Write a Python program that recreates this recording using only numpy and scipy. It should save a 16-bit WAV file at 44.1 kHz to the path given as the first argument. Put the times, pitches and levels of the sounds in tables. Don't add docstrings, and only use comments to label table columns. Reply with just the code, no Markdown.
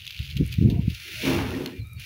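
import sys
import numpy as np
from scipy import signal
from scipy.fft import rfft, irfft
from scipy.io import wavfile
from scipy.ndimage import uniform_filter1d

SR = 44100
rng = np.random.default_rng(int(sys.argv[2]) if len(sys.argv) > 2 else 0)


def master_out(mix):
    frames = np.transpose(np.atleast_2d(mix))
    ceiling = np.clip(frames, -1, 1)
    pcm = np.round(ceiling * 32767).astype(np.int16)
    wavfile.write(sys.argv[1], SR, pcm)


N = 90404
T = np.arange(N) / SR
CATCH_RATE, SPURT_RATE = 200, 45
SPURT_DB = 2.2
# frequency_hz, level_db
TWIG_COLOUR = [(1190, -53), (1440, -18.5), (2700, 4), (4670, -4.5), (5660, -11), (6400, -10.5), (8190, -24),
               (11500, -12), (13400, -17.5), (15000, -10), (15800, -33.5)]


def amp(db):
    return 10 ** (np.asarray(db) / 20)


def unit(x):
    return x / np.sqrt(np.mean(x ** 2) + 1e-20)


def steady(x, size=2200):
    power = uniform_filter1d(uniform_filter1d(x ** 2, size), size)
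    return x / np.sqrt(power + 1e-12)


def curve(rows, column=1):
    rows = np.array(rows)
    return amp(np.interp(T, rows[:, 0], rows[:, column]))


def colour(x, points, size=8192):
    hz, db = np.array(points).T
    gain = amp(np.interp(np.log(np.fft.rfftfreq(size, 1 / SR) + 1), np.log(hz), db))
    cepstrum = irfft(np.log(gain))
    cepstrum[1:size // 2] *= 2
    cepstrum[size // 2 + 1:] = 0
    response = irfft(np.exp(rfft(cepstrum)))
    return signal.fftconvolve(x, response)[:len(x)]


def ring(x, hz, width_hz):
    return signal.lfilter(*signal.iirpeak(hz, hz / width_hz, fs=SR), x)


def modes(x, table):
    return sum(amp(db) * ring(x, hz, width_hz) for hz, width_hz, db in table)


def clicks(rate, spread_db):
    happens = rng.random(N) < rate / SR
    size = np.minimum(rng.exponential(size=N), 5)
    sign = rng.choice([-1, 1], N)
    return happens * sign * amp(spread_db * size)


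def catches(depth_db, rate):
    hold = max(int(SR / rate), 2)
    steps = rng.standard_normal(N)[np.arange(N) // hold]
    return amp(depth_db * uniform_filter1d(steps, hold // 2))


def burst(start, decay_s):
    return (T >= start) * np.exp(-np.abs(T - start) / decay_s) * rng.standard_normal(N)


def swell(start, length):
    return np.sqrt(np.abs(np.sin(np.pi * np.clip((T - start) / length, 0, 1))))


def rough_tones(table, arch, width_hz=85):
    out = 0
    for start, length, hz, db in table:
        tone = ring(ring(rng.standard_normal(N), hz, width_hz), hz, width_hz)
        tone = steady(tone) * catches(SPURT_DB, SPURT_RATE)
        strength = swell(start, length)
        bend = np.cumsum(hz * arch * (strength ** 2 - .5)) / SR
        bent_tone = np.real(signal.hilbert(tone) * np.exp(2j * np.pi * bend))
        out = out + amp(db) * strength * bent_tone
    return out


def yard():
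    # frequency_hz, level_db
    hiss_colour = [(400, -3), (900, -11), (2500, -4.5), (3200, -18), (3800, -4.5), (7500, -13),
                   (15000, -5.5)]
    # start_s, length_s, first_hz, middle_hz, last_hz, level_db
    chirps = [(1.785, .055, 4750, 4080, 4300, -52.5), (1.962, .03, 4250, 4520, 4580, -52.5)]
    # start_s, length_s, pitch_hz, level_db
    far_tones = [(0.64, 0.19, 660, -53), (0.682, .14, 938, -59), (1.05, 0.1, 332, -51.5),
                 (1.157, 0.13, 610, -53), (1.83, 0.18, 3730, -63), (1.82, .17, 1278, -66)]
    out = amp(-60.5) * unit(colour(rng.standard_normal(N), hiss_colour))
    for start, length, first, middle, last, db in chirps:
        glide = np.polyfit([0, .5, 1], [first, middle, last], 2)
        hz = np.polyval(glide, np.clip((T - start) / length, 0, 1))
        flutter = catches(depth_db=3.5, rate=220)
        cycles = np.cumsum(hz * flutter ** .04) / SR
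        out += amp(db) * swell(start, length) * flutter * np.sin(2 * np.pi * cycles)
    return out + rough_tones(far_tones, arch=.05)


def air():
    # time_s, level_db
    flow_levels = [(0, -47.5), (.15, -54.5), (.21, -31), (.26, -42), (.33, -34.5), (.42, -21), (.47, -31),
                   (.56, -33), (.65, -18.5), (.76, -24.5), (.92, -29), (.98, -49), (1.1, -57),
                   (1.16, -39.5), (1.22, -44), (1.37, -28), (1.56, -36), (1.74, -65), (1.8, -28.5),
                   (1.9, -45), (1.97, -34.5), (2.05, -50)]
    # frequency_hz, level_db
    rumble_colour = [(42, -16), (60, -3.5), (85, -0.5), (125, -3), (190, -20.5), (320, -49)]
    # frequency_hz, level_db
    flutter_colour = [(120, -16.5), (280, -3), (500, -15.5), (700, -44.5)]
    # time_s, level_db, pitch_hz
    puffs = [(0.205, -21.5, 90), (0.368, -16, 108), (.404, -11.5, 140), (0.411, -11, 255),
             (0.43, -11.5, 114), (0.588, -12, 138), (0.615, -12.5, 161), (0.6267, -11.5, 184),
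             (0.636, -19.5, 150), (0.6509, -10.5, 151), (.660, -9, 142), (0.6746, -12.5, 146),
             (.688, -13, 163), (0.727, -13, 198), (0.764, -17.5, 110), (0.7949, -10.5, 139),
             (0.8817, -12, 157)]
    flow = curve(flow_levels)
    out = steady(colour(rng.standard_normal(N), rumble_colour), size=1300) * flow
    flutter = steady(colour(rng.standard_normal(N), flutter_colour), size=900)
    out += amp(36) * flutter * np.minimum(flow, .085) ** 3
    for time, db, hz in puffs:
        cycles = (T - time) * hz
        shape = np.exp(1 - np.sqrt(1 + 2 * (cycles / .35) ** 2))
        out -= amp(db + 3) * np.cos(2 * np.pi * cycles) * shape
    return signal.sosfiltfilt(signal.butter(4, [43.3, 523], "band", fs=SR, output="sos"), out)


def wall(x, delay_s=.0142, decay_s=.011):
    echo = np.interp(T - delay_s, T, x, left=0)
    scatter = rng.standard_normal(N) * np.exp(-T / decay_s) * (T > delay_s)
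    tail = signal.fftconvolve(x, scatter / np.linalg.norm(scatter))[:N]
    return x + amp(-12) * echo + amp(-20.5) * tail


def crackle(count=7):
    out = 0
    for hz in np.geomspace(2400, 4800, count):
        breaks = clicks(rate=1100 / count, spread_db=2.9)
        out = out + unit(breaks) + unit(ring(breaks, hz, width_hz=330)) / 2
    out = colour(out * catches(depth_db=4, rate=CATCH_RATE), TWIG_COLOUR)
    return steady(out) * catches(SPURT_DB, SPURT_RATE)


def twigs(snap_decay_s=.0013):
    # time_s, level_db
    tread = [(0, -45.5), (.19, -41.5), (.32, -45), (.42, -64), (.48, -47), (.58, -49.5), (.66, -62),
             (.76, -58.5), (.9, -54), (1.0, -76)]
    # start_s, decay_s, level_db
    scratches = [(0.368, .005, -22.5), (0.525, 0.006, -22.5), (0.7, 0.013, -30.5), (.899, 0.011, -29.5),
                 (0.947, 0.0087, -26.5)]
    # start_s, level_db, pitch_hz
    snaps = [(0.067, -25.5, 3500), (.097, -34, 3380), (0.106, -27, 2770), (0.176, -35, 3400),
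             (.191, -29.5, 2740), (0.196, -36, 3700), (.235, -36, 3800), (0.2578, -32.5, 3450),
             (0.265, -32, 3050), (.302, -32, 3540), (.375, -26, 3260), (0.5218, -30, 3500),
             (0.5401, -25.5, 2730), (.700, -32, 3700), (1.506, -27.5, 2600), (1.6594, -24.5, 2150),
             (1.6613, -19.5, 4280)]
    out = crackle() * curve(tread)
    scratching = sum(amp(db) * burst(start, decay) for start, decay, db in scratches)
    out += colour(scratching, TWIG_COLOUR)
    t = T[:2048]
    fade = np.exp(-t / snap_decay_s)
    for start, db, hz in snaps:
        crack = amp(-14) * rng.standard_normal(len(t)) * fade
        crack[0] += 1
        crack = colour(crack, TWIG_COLOUR)
        ringing = amp(1) * np.sin(2 * np.pi * hz * t) * fade
        snap = crack / np.abs(crack).max() + ringing
        i = int(start * SR)
        out[i:i + len(t)] += amp(db + 1) * snap / np.abs(snap).max()
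    return signal.sosfilt(signal.butter(4, 1410, "high", fs=SR, output="sos"), out)


def crinkles(pitch_hz=11100, width_hz=5300):
    # start_s, level_db
    ticks = [(.463, -33.5), (.477, -35), (1.871, -44), (1.932, -37), (1.998, -34)]
    flicks = sum(amp(db) * burst(start, decay_s=.0028) for start, db in ticks)
    return ring(ring(flicks, pitch_hz, width_hz), pitch_hz, width_hz)


def weave():
    # time_s, level_db
    rub_levels = [(0, -48.5), (.6, -47.5), (.77, -52), (.885, -49), (.91, -46), (1.08, -39), (1.18, -36),
                  (1.26, -29.5), (1.34, -32.5), (1.44, -40.5), (1.58, -44), (1.72, -48), (1.8, -55.5),
                  (1.94, -74), (2.005, -42), (2.05, -42.5)]
    # frequency_hz, level_db
    rub_colour = [(700, -30.5), (1130, -24), (1420, -8.5), (1890, -6.5), (2380, 1.5), (4230, -8),
                  (6100, -10.5), (8120, -25), (10400, -14), (13500, -21), (15500, -12.5)]
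    # pitch_hz, width_hz, level_db
    stalk_modes = [(2250, 320, -8.5), (2400, 35, -19), (2770, 110, -2.5), (3540, 360, -4.5),
                   (4240, 170, -2.5)]
    # start_s, length_s, pitch_hz, level_db
    creaks = [(1.53, .03, 1850, -44), (1.715, .035, 1850, -52), (1.68, .42, 2370, -56)]
    slips = clicks(rate=9000, spread_db=1.5) * catches(depth_db=1.3, rate=CATCH_RATE)
    slips = colour(slips, rub_colour)
    ringing = modes(slips, stalk_modes)
    fast_rub = steady(slips + ringing)
    slow_rub = steady(slips / 2 + 2 * ringing)
    slow_rub = signal.sosfiltfilt(signal.butter(3, 3030, fs=SR, output="sos"), slow_rub)
    effort = curve(rub_levels)
    brightness = np.minimum(effort / amp(-45), 1)
    halting = catches(SPURT_DB, SPURT_RATE) ** (2 * (1 - brightness))
    rub = slow_rub + brightness * (fast_rub - slow_rub)
    return rub * effort * halting + rough_tones(creaks, arch=0)


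def load():
    # time_s, rustle_db, scrape_db
    load_levels = [(1.16, -91, -102), (1.235, -32.5, -46.5), (1.275, -22, -33.5), (1.37, -26.5, -34),
                   (1.5, -34.5, -42), (1.58, -28.5, -45), (1.69, -36, -47), (1.765, -43.5, -75),
                   (1.88, -72, -89.5)]
    # pitch_hz, width_hz, level_db
    rustle_pitches = [(200.6, 17, -6.5), (261.5, 11.9, 4.5), (341, 21.5, -1), (367.3, 8.3, -2),
                      (438, 19.5, -5.5), (488, 5.5, -13)]
    # frequency_hz, level_db
    shuffle_colour = [(45, -46), (90, 0), (260, 6), (420, -5), (620, -39)]
    # frequency_hz, level_db
    scrape_colour = [(300, -32.5), (600, 2), (1800, -2), (3000, -13), (6000, -53)]
    # pitch_hz, width_hz, level_db
    scrape_pitches = [(610.6, 7.8, 11), (821.5, 11, 7.5), (930, 26, -1.5)]
    slips = lambda: clicks(rate=2500, spread_db=2)
    hollow = modes(slips(), rustle_pitches)
    hollow = signal.sosfilt(signal.butter(5, [80, 520], "band", fs=SR, output="sos"), hollow)
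    shuffle = colour(slips(), shuffle_colour)
    rustle = steady(amp(-1) * unit(hollow) + amp(-4.5) * unit(shuffle))
    scrape = colour(slips(), scrape_colour)
    scrape = steady(scrape + modes(scrape, scrape_pitches)) * catches(SPURT_DB, CATCH_RATE)
    return rustle * curve(load_levels) + scrape * curve(load_levels, column=2)


def scene():
    sources = twigs() + weave() + crinkles() + load() + yard()
    return (wall(sources) + air())[None]


def record(dry):
    return signal.sosfilt(signal.ellip(10, .2, 80, 15700, fs=SR, output="sos"), dry)


dry = scene()
out = record(dry)
master_out(out)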